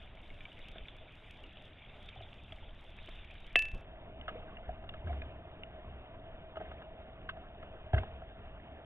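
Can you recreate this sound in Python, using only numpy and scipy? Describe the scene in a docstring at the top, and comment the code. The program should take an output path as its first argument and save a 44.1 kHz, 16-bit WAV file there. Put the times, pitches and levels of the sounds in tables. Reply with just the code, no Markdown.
"""Kayak on a calm river

Heard from a small camera on the deck of a drifting kayak. Wind rumbles on the microphone, water
trickles alongside in tiny bubbles, and wavelets slap and boom in the hollow hull underneath. Once a
metal fitting is struck and pings, and the trickle gives way to a duller wash. The camera's sound is
narrow-band; it ticks faintly at first, and later its left channel runs slightly late."""
import sys
import numpy as np
from scipy import signal
from scipy.fft import rfft, irfft, next_fast_len
from scipy.io import wavfile
from scipy.ndimage import uniform_filter1d, map_coordinates

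SR = 44100
rng = np.random.default_rng(int(sys.argv[2]) if len(sys.argv) > 2 else 0)


def master_out(mix):
    """Clip the mix to full scale and print it as 16-bit PCM to the path in sys.argv[1]."""
    frames = np.transpose(np.atleast_2d(mix))
    ceiling = np.clip(frames, -1, 1)
    pcm = np.round(ceiling * 32767).astype(np.int16)
    wavfile.write(sys.argv[1], SR, pcm)


N = 390279
TIME = np.arange(N) / SR


def amp(db):
    """Decibels to gain."""
    return 10 ** (np.asarray(db) / 20)


def unit(x):
    """x scaled to rms 1."""
    return x / np.sqrt(np.mean(x ** 2) + 1e-20)


def along(points, hz):
    """Interpolate (Hz, value) points on a log frequency axis."""
    freqs, values = np.transpose(points)
    return np.interp(np.log(hz + 1), np.log(freqs + 1), values)


def curve(points):
    """Interpolate (seconds, value) points at every sample."""
    return np.interp(TIME, *np.transpose(points))


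def wobble(rate):
    """A smooth random curve with rate knots a second."""
    return map_coordinates(rng.standard_normal(int(N * rate / SR) + 4), [TIME * rate])


def filtered(x, response):
    """x through a complex frequency response."""
    n = x.shape[-1]
    padded = next_fast_len(n + 8192)
    return irfft(rfft(x, padded) * response(np.fft.rfftfreq(padded, 1 / SR)), padded)[..., :n]


def resonate(x, modes):
    """x through damped resonances of alternating sign."""
    def response(f):
        return sum((-1) ** k * amp(db) * 1j * f * width / (hz * hz - f * f + 1j * f * width)
                   for k, (hz, width, db) in enumerate(modes))
    return filtered(x, response)


def rush(spectrum, patchy_db):
    """Coloured noise of rms 1 with patches of random gain in time and pitch."""
    cells = signal.stft(rng.standard_normal(N), nperseg=512)[2]
    patches = uniform_filter1d(rng.standard_normal(cells.shape), size=5, axis=0)
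    patches = unit(uniform_filter1d(patches, size=6, axis=1))
    noise = signal.istft(cells * amp(patchy_db * patches), nperseg=512)[1][:N]
    return unit(filtered(noise, lambda hz: amp(along(spectrum, hz))))


def add(track, start_s, sound):
    """Mix a sound into a track."""
    part = track[max(round(start_s * SR), 0):][:len(sound)]
    part += sound[:len(part)]


def bubble(t, hz, cycles, glide):
    """A bubble swells, rings for some cycles and rises in pitch as it nears the surface."""
    age = t * hz / cycles
    envelope = (1 - np.exp(-4 * age)) * np.exp(-age)
    return envelope * np.sin(2 * np.pi * hz * t * (1 + glide * np.tanh(age / 2)))


def bubbles(count, low_hz, high_hz, cycles, spread_db):
    """A cloud of bubbles of random size, rms 1."""
    when, pitch, size = rng.random((count, 3)).T[:, :, None]
    t = np.arange(SR // 30) / SR
    strength = amp(-spread_db * np.log(1 - .97 * size))
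    grains = strength * bubble(t, low_hz * (high_hz / low_hz) ** pitch, cycles, glide=0.069)
    samples = (when * N).astype(int) + np.arange(len(t))
    return unit(np.bincount(samples.ravel(), grains.ravel(), N)[:N])


def slap(modes, contact_s):
    """A brief noisy push rings (Hz, width in Hz, dB) modes; the first 20 ms have rms 1."""
    t = np.arange(SR // 8) / SR
    push = rng.standard_normal(len(t)) * t / contact_s * np.exp(-t / contact_s)
    ring = resonate(push, modes)
    return ring / np.sqrt(np.mean(ring[:SR // 50] ** 2))


# Gusts across the deck. Each row: time in seconds, relative level in dB.
GUST_LEVELS = [(0.0, -60), (0.37, -55.5), (1.21, -62.5), (3.75, -53), (3.87, -58.5), (4.93, -56),
               (5.44, -62), (7.54, -60), (7.84, -56), (8.85, -65.5)]
# Wind at the microphone. Each row: frequency in Hz, relative level in dB.
WIND_SPECTRUM = [(8, -3), (20, 2), (35, 1), (55, -18.5), (120, -29), (400, -54.5)]


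def wind(surge_db):
    """Gusts rumble right on the microphone."""
    return amp(curve(GUST_LEVELS) + 4 + surge_db) * rush(WIND_SPECTRUM, patchy_db=0.46)


# The drone below the deck. Each row: frequency in Hz, relative level in dB.
DRONE_SPECTRUM = [(25, -25.5), (45, -4), (65, -1), (105, -6.5), (150, -11.5), (230, -17.5), (400, -25),
                  (900, -43)]


def drone(gain):
    """The current drones low in the hull."""
    return gain * rush(DRONE_SPECTRUM, patchy_db=-0.1)


# Water against the hull. Each row: frequency in Hz, relative level in dB.
WASH_SPECTRUM = [(60, -21.5), (200, -7), (380, -8.5), (510, -9), (590, -5.5), (640, -2), (730, -7.5),
                 (870, -11.5), (1050, -14), (1600, -15.5), (2350, -20.5), (2800, -17.5), (3300, -21.5),
                 (4400, -31.5)]
# Modes of the air in the hull. Each row: frequency in Hz, width in Hz, relative level in dB.
CAVITY_MODES = [(382, 120, -14), (642.5, 31.8, 3), (720, 97, -6.5)]


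def wash(gain, stir, hollowness):
    """Water washes along the hull, rings the air inside and gurgles with bubbles."""
    water = gain * amp(.6 * wobble(14)) * rush(WASH_SPECTRUM, patchy_db=2.0)
    hollow = gain * hollowness * amp(-2) * unit(resonate(rng.standard_normal(N), CAVITY_MODES))
    gurgle_gain = np.hypot(amp(-16) * gain, amp(-5.5) * stir)
    gurgle = gurgle_gain * bubbles(count=300, low_hz=590, high_hz=1926, cycles=5, spread_db=3.5)
    return water + hollow + gurgle


# Fizz at the waterline. Each row: frequency in Hz, relative level in dB.
FIZZ_SPECTRUM = [(700, -36.5), (1400, -6), (1900, -3.5), (2250, 0.6), (3000, 0.5), (3500, 3), (4200, -11)]


def trickle(gain):
    """Tiny bubbles fizz and ring close alongside."""
    fizz = amp(2.0 + wobble(16)) * rush(FIZZ_SPECTRUM, patchy_db=3.0)
    notes = amp(-2.5) * bubbles(count=800, low_hz=2047, high_hz=3702, cycles=6.3, spread_db=3.0)
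    return gain * (fizz + notes)


# Larger waves reaching the boat. Each row: start in seconds, strength in dB, rumble in dB,
# decay time in seconds.
LARGE_WAVES = [(4.29, -56, -58.5, .27), (5.06, -52, -43, .16), (6.56, -54, -56, .2),
               (7.93, -50.5, -44, .14)]


def churn(rise_s):
    """Gains of the stirred water and the hull's rumble: each wave raises them, then they settle."""
    stir, rumble, t = np.zeros(N), np.zeros(N), np.arange(2 * SR) / SR
    for start_s, db, rumble_db, decay_s in LARGE_WAVES:
        envelope = (1 - np.exp(-t / rise_s)) * np.exp(-t / decay_s)
        add(stir, start_s, amp(db) * envelope)
        add(rumble, start_s, amp(rumble_db) * envelope)
    return stir, rumble


# The trickle alongside while it runs. Each row: time in seconds, relative level in dB.
TRICKLE_LEVELS = [(0.0, -64), (0.29, -65), (0.62, -60.5), (1.38, -64.5), (1.59, -62), (2.16, -63),
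                  (2.61, -65), (2.88, -64.5), (3.07, -60), (3.21, -60.5), (3.39, -61.5), (3.5, -63.5)]
DULL_FROM_S, DULL_FADE_S = 3.57, .35  # the trickle gives way to the duller wash


def river():
    """Wind and water around the microphone; some wash and fizz differ between left and right."""
    dullness = np.clip((TIME - DULL_FROM_S) / DULL_FADE_S, 0, 1)

    def fade(before_db, after_db):
        return amp(before_db + (after_db - before_db) * dullness)

    stir, rumble = churn(rise_s=0.015)
    drone_gain = np.hypot(fade(before_db=-57.5, after_db=-55), rumble)
    wash_gain = np.hypot(fade(before_db=-61, after_db=-56), stir)
    trickle_gain = np.hypot(fade(before_db=curve(TRICKLE_LEVELS), after_db=-74), amp(-9) * stir)
    surge_db = 1.1 * wobble(7.8)
    mid = wind(surge_db) + drone(drone_gain * amp(surge_db))
    mid += wash(wash_gain, stir, hollowness=dullness) + trickle(trickle_gain)
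    side = wash_gain * amp(-18) * rush(WASH_SPECTRUM, patchy_db=2.5)
    side += trickle_gain * amp(-13) * rush(FIZZ_SPECTRUM, patchy_db=3)
    return np.array([mid + side, mid - side])


# Bubbles nearest the microphone. Each row: start in seconds, level in dB, pitch in Hz,
# relative splash level in dB.
NEAR_BUBBLES = [(0.3031, -44, 2160, -1), (0.4072, -43, 2300, 3), (0.4539, -37.5, 2280, 1.5),
                (0.5185, -45, 2920, -2), (0.7826, -44.5, 3440, 8.5), (0.8845, -41, 3460, 5),
                (1.3074, -44.5, 2540, 4), (1.4394, -43, 2820, -8), (1.5707, -44, 3410, 6),
                (2.0892, -39.5, 3536, 2), (2.2363, -44, 3380, -8), (2.3306, -49.5, 2700, 7),
                (2.5228, -39, 3240, 2), (2.988, -46, 2500, 3), (3.0746, -44, 3000, 1),
                (4.2123, -41.5, 2930, 2), (4.57, -38.5, 2760, -6), (4.8923, -36, 2760, 6),
                (5.219, -39.5, 2420, 7), (5.6347, -38.5, 2820, 6)]


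def plips():
    """Single bubbles stand out of the trickle as round notes, each with a tiny splash."""
    out, t = np.zeros(N), np.arange(SR // 8) / SR
    for start_s, db, hz, splash_db in NEAR_BUBBLES:
        splash = amp(splash_db - 20) * slap([(2430, 1700, 0), (3560, 1400, 0)], contact_s=0.0013)
        note = bubble(t, hz, cycles=12, glide=.02)
        add(out, start_s - .001, amp(db) * (note + splash))
    return out


# Air pockets under the boat. Each row: start in seconds, relative level in dB, pitch in Hz.
AIR_POCKETS = [(2.162, -42.5, 740), (2.628, -48, 840), (4.356, -36.5, 479), (4.693, -29.5, 702),
               (5.093, -35.5, 682), (5.106, -30, 690)]


def gulps():
    """Large trapped bubbles ring briefly under the hull."""
    out, t = np.zeros(N), np.arange(SR // 8) / SR
    for start_s, db, hz in AIR_POCKETS:
        add(out, start_s - .001, amp(db + 0.5) * bubble(t, hz, cycles=4.8, glide=0.026))
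    return out


# Modes of a metal fitting on the boat, the dead ones first. Each row: frequency in Hz,
# relative level in dB, seconds to fall by 60 dB.
FITTING_MODES = [(495, -37.5, .05), (698, -33.5, .06), (1040, -38, .03), (1150, -41.5, .03),
                 (1640, -20.5, 0.018), (1970, -15.5, 0.013), (2280, -20.5, .009), (2970, -21.5, .009),
                 (1740, -37.5, .33), (2390, -53.5, 0.53), (2638, -22, 0.33)]


def ping(start_s):
    """A hard clack on the fitting, which rings on in a few clear tones."""
    out, t = np.zeros(N), np.arange(SR // 2) / SR
    ring = sum((-1) ** k * amp(db - 60 * t / t60) * np.sin(2 * np.pi * hz * t)
               for k, (hz, db, t60) in enumerate(FITTING_MODES))
    attack = 1 - np.exp(-t / 0.00028)
    clack = slap([(273, 270, -10), (1950, 340, -2.5), (3200, 410, -3.5)], contact_s=0.0013)
    add(out, start_s, amp(2.0) * ring * attack)
    add(out, start_s, amp(-31.0) * clack)
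    return out


# Swells passing under the microphone. Each row: start in seconds, peak level of the note in dB,
# final pitch in Hz, rise time in seconds.
SWELLS = [(2.167, -49.5, 101.5, 0.033), (2.504, -45.5, 83.5, 0.011), (3.733, -32.5, 28.2, 0.011),
          (4.667, -39.5, 52, 0.022), (5.039, -35, 78.2, 0.023), (5.086, -35, 64.3, 0.046),
          (5.865, -43.5, 65.4, 0.025), (6.67, -48.5, 66, 0.035), (7.936, -20.8, 85, 0.0079),
          (7.961, -24.5, 60.5, 0.0097), (7.992, -34.5, 88, .014), (8.11, -45, 62, .04)]
# Water heaving against the hull. Each row: frequency in Hz, width in Hz, relative level in dB.
SLOSH_MODES = [(60, 74, 2), (212, 160, -7.5), (374, 66, -7)]


def booms():
    """The whole hull flexes under a swell; its low note sags as the water loads it."""
    out, t = np.zeros(N), np.arange(SR // 2) / SR
    for start_s, db, hz, rise_s in SWELLS:
        sagging_hz = hz * (1 + 0.27 * np.exp(-t / rise_s))
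        note = -np.sin(2 * np.pi * np.cumsum(sagging_hz) / SR)
        slosh = amp(-13) * unit(resonate(rng.standard_normal(len(t)), SLOSH_MODES))
        envelope = t / rise_s * np.exp(1 - t / rise_s)
        add(out, start_s, amp(db) * envelope * (note + slosh))
    return out


# Resonances of the hull's plastic skin and of the spray thrown off it.
# Each row: frequency in Hz, width in Hz, relative level in dB.
SKIN_MODES = [(1080, 130, -11.5), (1278, 66, 0), (1608, 110, -1.5), (2100, 170, -12.5)]
SPRAY_MODES = [(2740, 330, 0.62), (3200, 550, -0.55), (4400, 300, 0)]


def wavelet(knock_db, hardness_db):
    """A wavelet knocks the air cavity; the harder it is, the more it smacks the skin and sprays."""
    contact_s = .0027 * 2 ** (hardness_db / 25.5)  # harder wavelets scrape along the skin for longer
    knock = amp(-3.5) * slap(CAVITY_MODES, contact_s)
    smack = amp(-0.5) * slap(SKIN_MODES, contact_s)
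    spray = amp(-5.5) * slap(SPRAY_MODES, 1.4 * contact_s)
    return amp(knock_db) * (knock + amp(hardness_db) * (smack + spray))


def ripples(count):
    """A few small wavelets follow each large wave at uneven gaps, ever weaker."""
    out = np.zeros(N)
    for start_s, db, _, decay_s in LARGE_WAVES:
        for age in 1.5 * (np.arange(count) + rng.random(count)) / count:
            add(out, start_s + age * decay_s, np.exp(-age) * wavelet(db + 0.5, hardness_db=-7.5))
    return out


# Wavelets on the hull, just below the microphone. Each row: start in seconds, relative knock level
# in dB, hardness in dB (more hardness, more smack over the knock).
HULL_LAPS = [(0.757, -50.5, -14.5), (2.206, -49, -19), (2.522, -52.5, -14), (3.085, -49, -13),
             (4.28, -41, -2), (4.288, -45, -0.5), (4.69, -42, -19), (4.839, -49, -11), (4.938, -49.5, -3.5),
             (5.071, -47, -10.5), (5.128, -54, -2.5), (5.218, -51, -8), (6.557, -50, -4.5),
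             (6.569, -39, -10.5), (6.602, -45, -19), (6.611, -40, -23), (6.715, -51.5, -4.5),
             (6.819, -57.5, 0.5), (7.29, -51, 11), (7.369, -45.5, -16), (7.626, -52.5, -3),
             (7.933, -30.5, -18), (7.943, -37.5, -6), (7.963, -45.5, -8), (7.98, -39.5, -1.5),
             (8.033, -44.5, -11), (8.219, -44, -20)]


def laps():
    """Wavelets slap the hull one by one."""
    out = np.zeros(N)
    for start_s, knock_db, hardness_db in HULL_LAPS:
        add(out, start_s - .0015, wavelet(knock_db, hardness_db))
    return out


def scene():
    """Everything reaches the microphone on deck; only the surrounding water has a little width."""
    return river() + plips() + gulps() + laps() + ripples(count=6) + booms() + ping(start_s=3.55633)


BLOCK_S, SLIP_S = 1 / 32, .000148  # the camera's clock gains SLIP_S in each block
SETTLE_S, LEFT_LAG_S = 3.81, .000128  # when the clock settles, and the left channel's lag from then on


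def clock_slip(x, abrupt_share, loud_db):
    """Timing error in seconds of a fast clock that jumps back after each block."""
    block = (TIME + .0015) / BLOCK_S
    abrupt = SLIP_S * (block % 1) * (TIME < SETTLE_S)
    eased = uniform_filter1d(uniform_filter1d(abrupt, size=40), size=40)
    # Eased jumps are silent; a random share, and all those in loud sound, stay abrupt and tick.
    by_chance = rng.random(int(block[-1]) + 2)[np.round(block).astype(int)] < abrupt_share
    loud = uniform_filter1d(np.abs(np.gradient(x)), size=400) > amp(loud_db)
    return np.where(by_chance | loud, abrupt, eased)


# The deck camera's upper band edge. Each row: frequency in Hz, gain in dB.
CAMERA_BAND = [(3550, 0), (3750, -2), (3950, -12), (4200, -19.5), (4700, -21), (5300, -62)]
# A faint, flickering high hiss. Each row: frequency in Hz, relative level in dB.
HISS_SPECTRUM = [(3500, -20.5), (4500, 0.5), (7000, -3.5), (12500, -9.5)]
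TOP_HZ = 13000


def record(dry):
    """The narrow-band camera ticks until its clock settles, with a faint high hiss flickering over
    that stretch; then the left channel lags."""
    narrow = filtered(dry, lambda hz: amp(along(CAMERA_BAND, hz)))
    slip_s = clock_slip(narrow[0], abrupt_share=.55, loud_db=-63)
    lag_s = LEFT_LAG_S * np.clip((TIME - SETTLE_S) / .05, 0, 1)
    left = map_coordinates(narrow[0], [(TIME + slip_s - lag_s) * SR])
    right = map_coordinates(narrow[1], [(TIME + slip_s) * SR])
    flicker_db = 4.5 * np.tanh(2 * wobble(9))
    hiss = amp(-93 + flicker_db) * rush(HISS_SPECTRUM, patchy_db=2.5) * (TIME < SETTLE_S)
    return filtered(np.array([left, right]) + hiss, lambda hz: np.clip((TOP_HZ - hz) / 400, 0, 1))


dry = scene()
out = record(dry)
master_out(out)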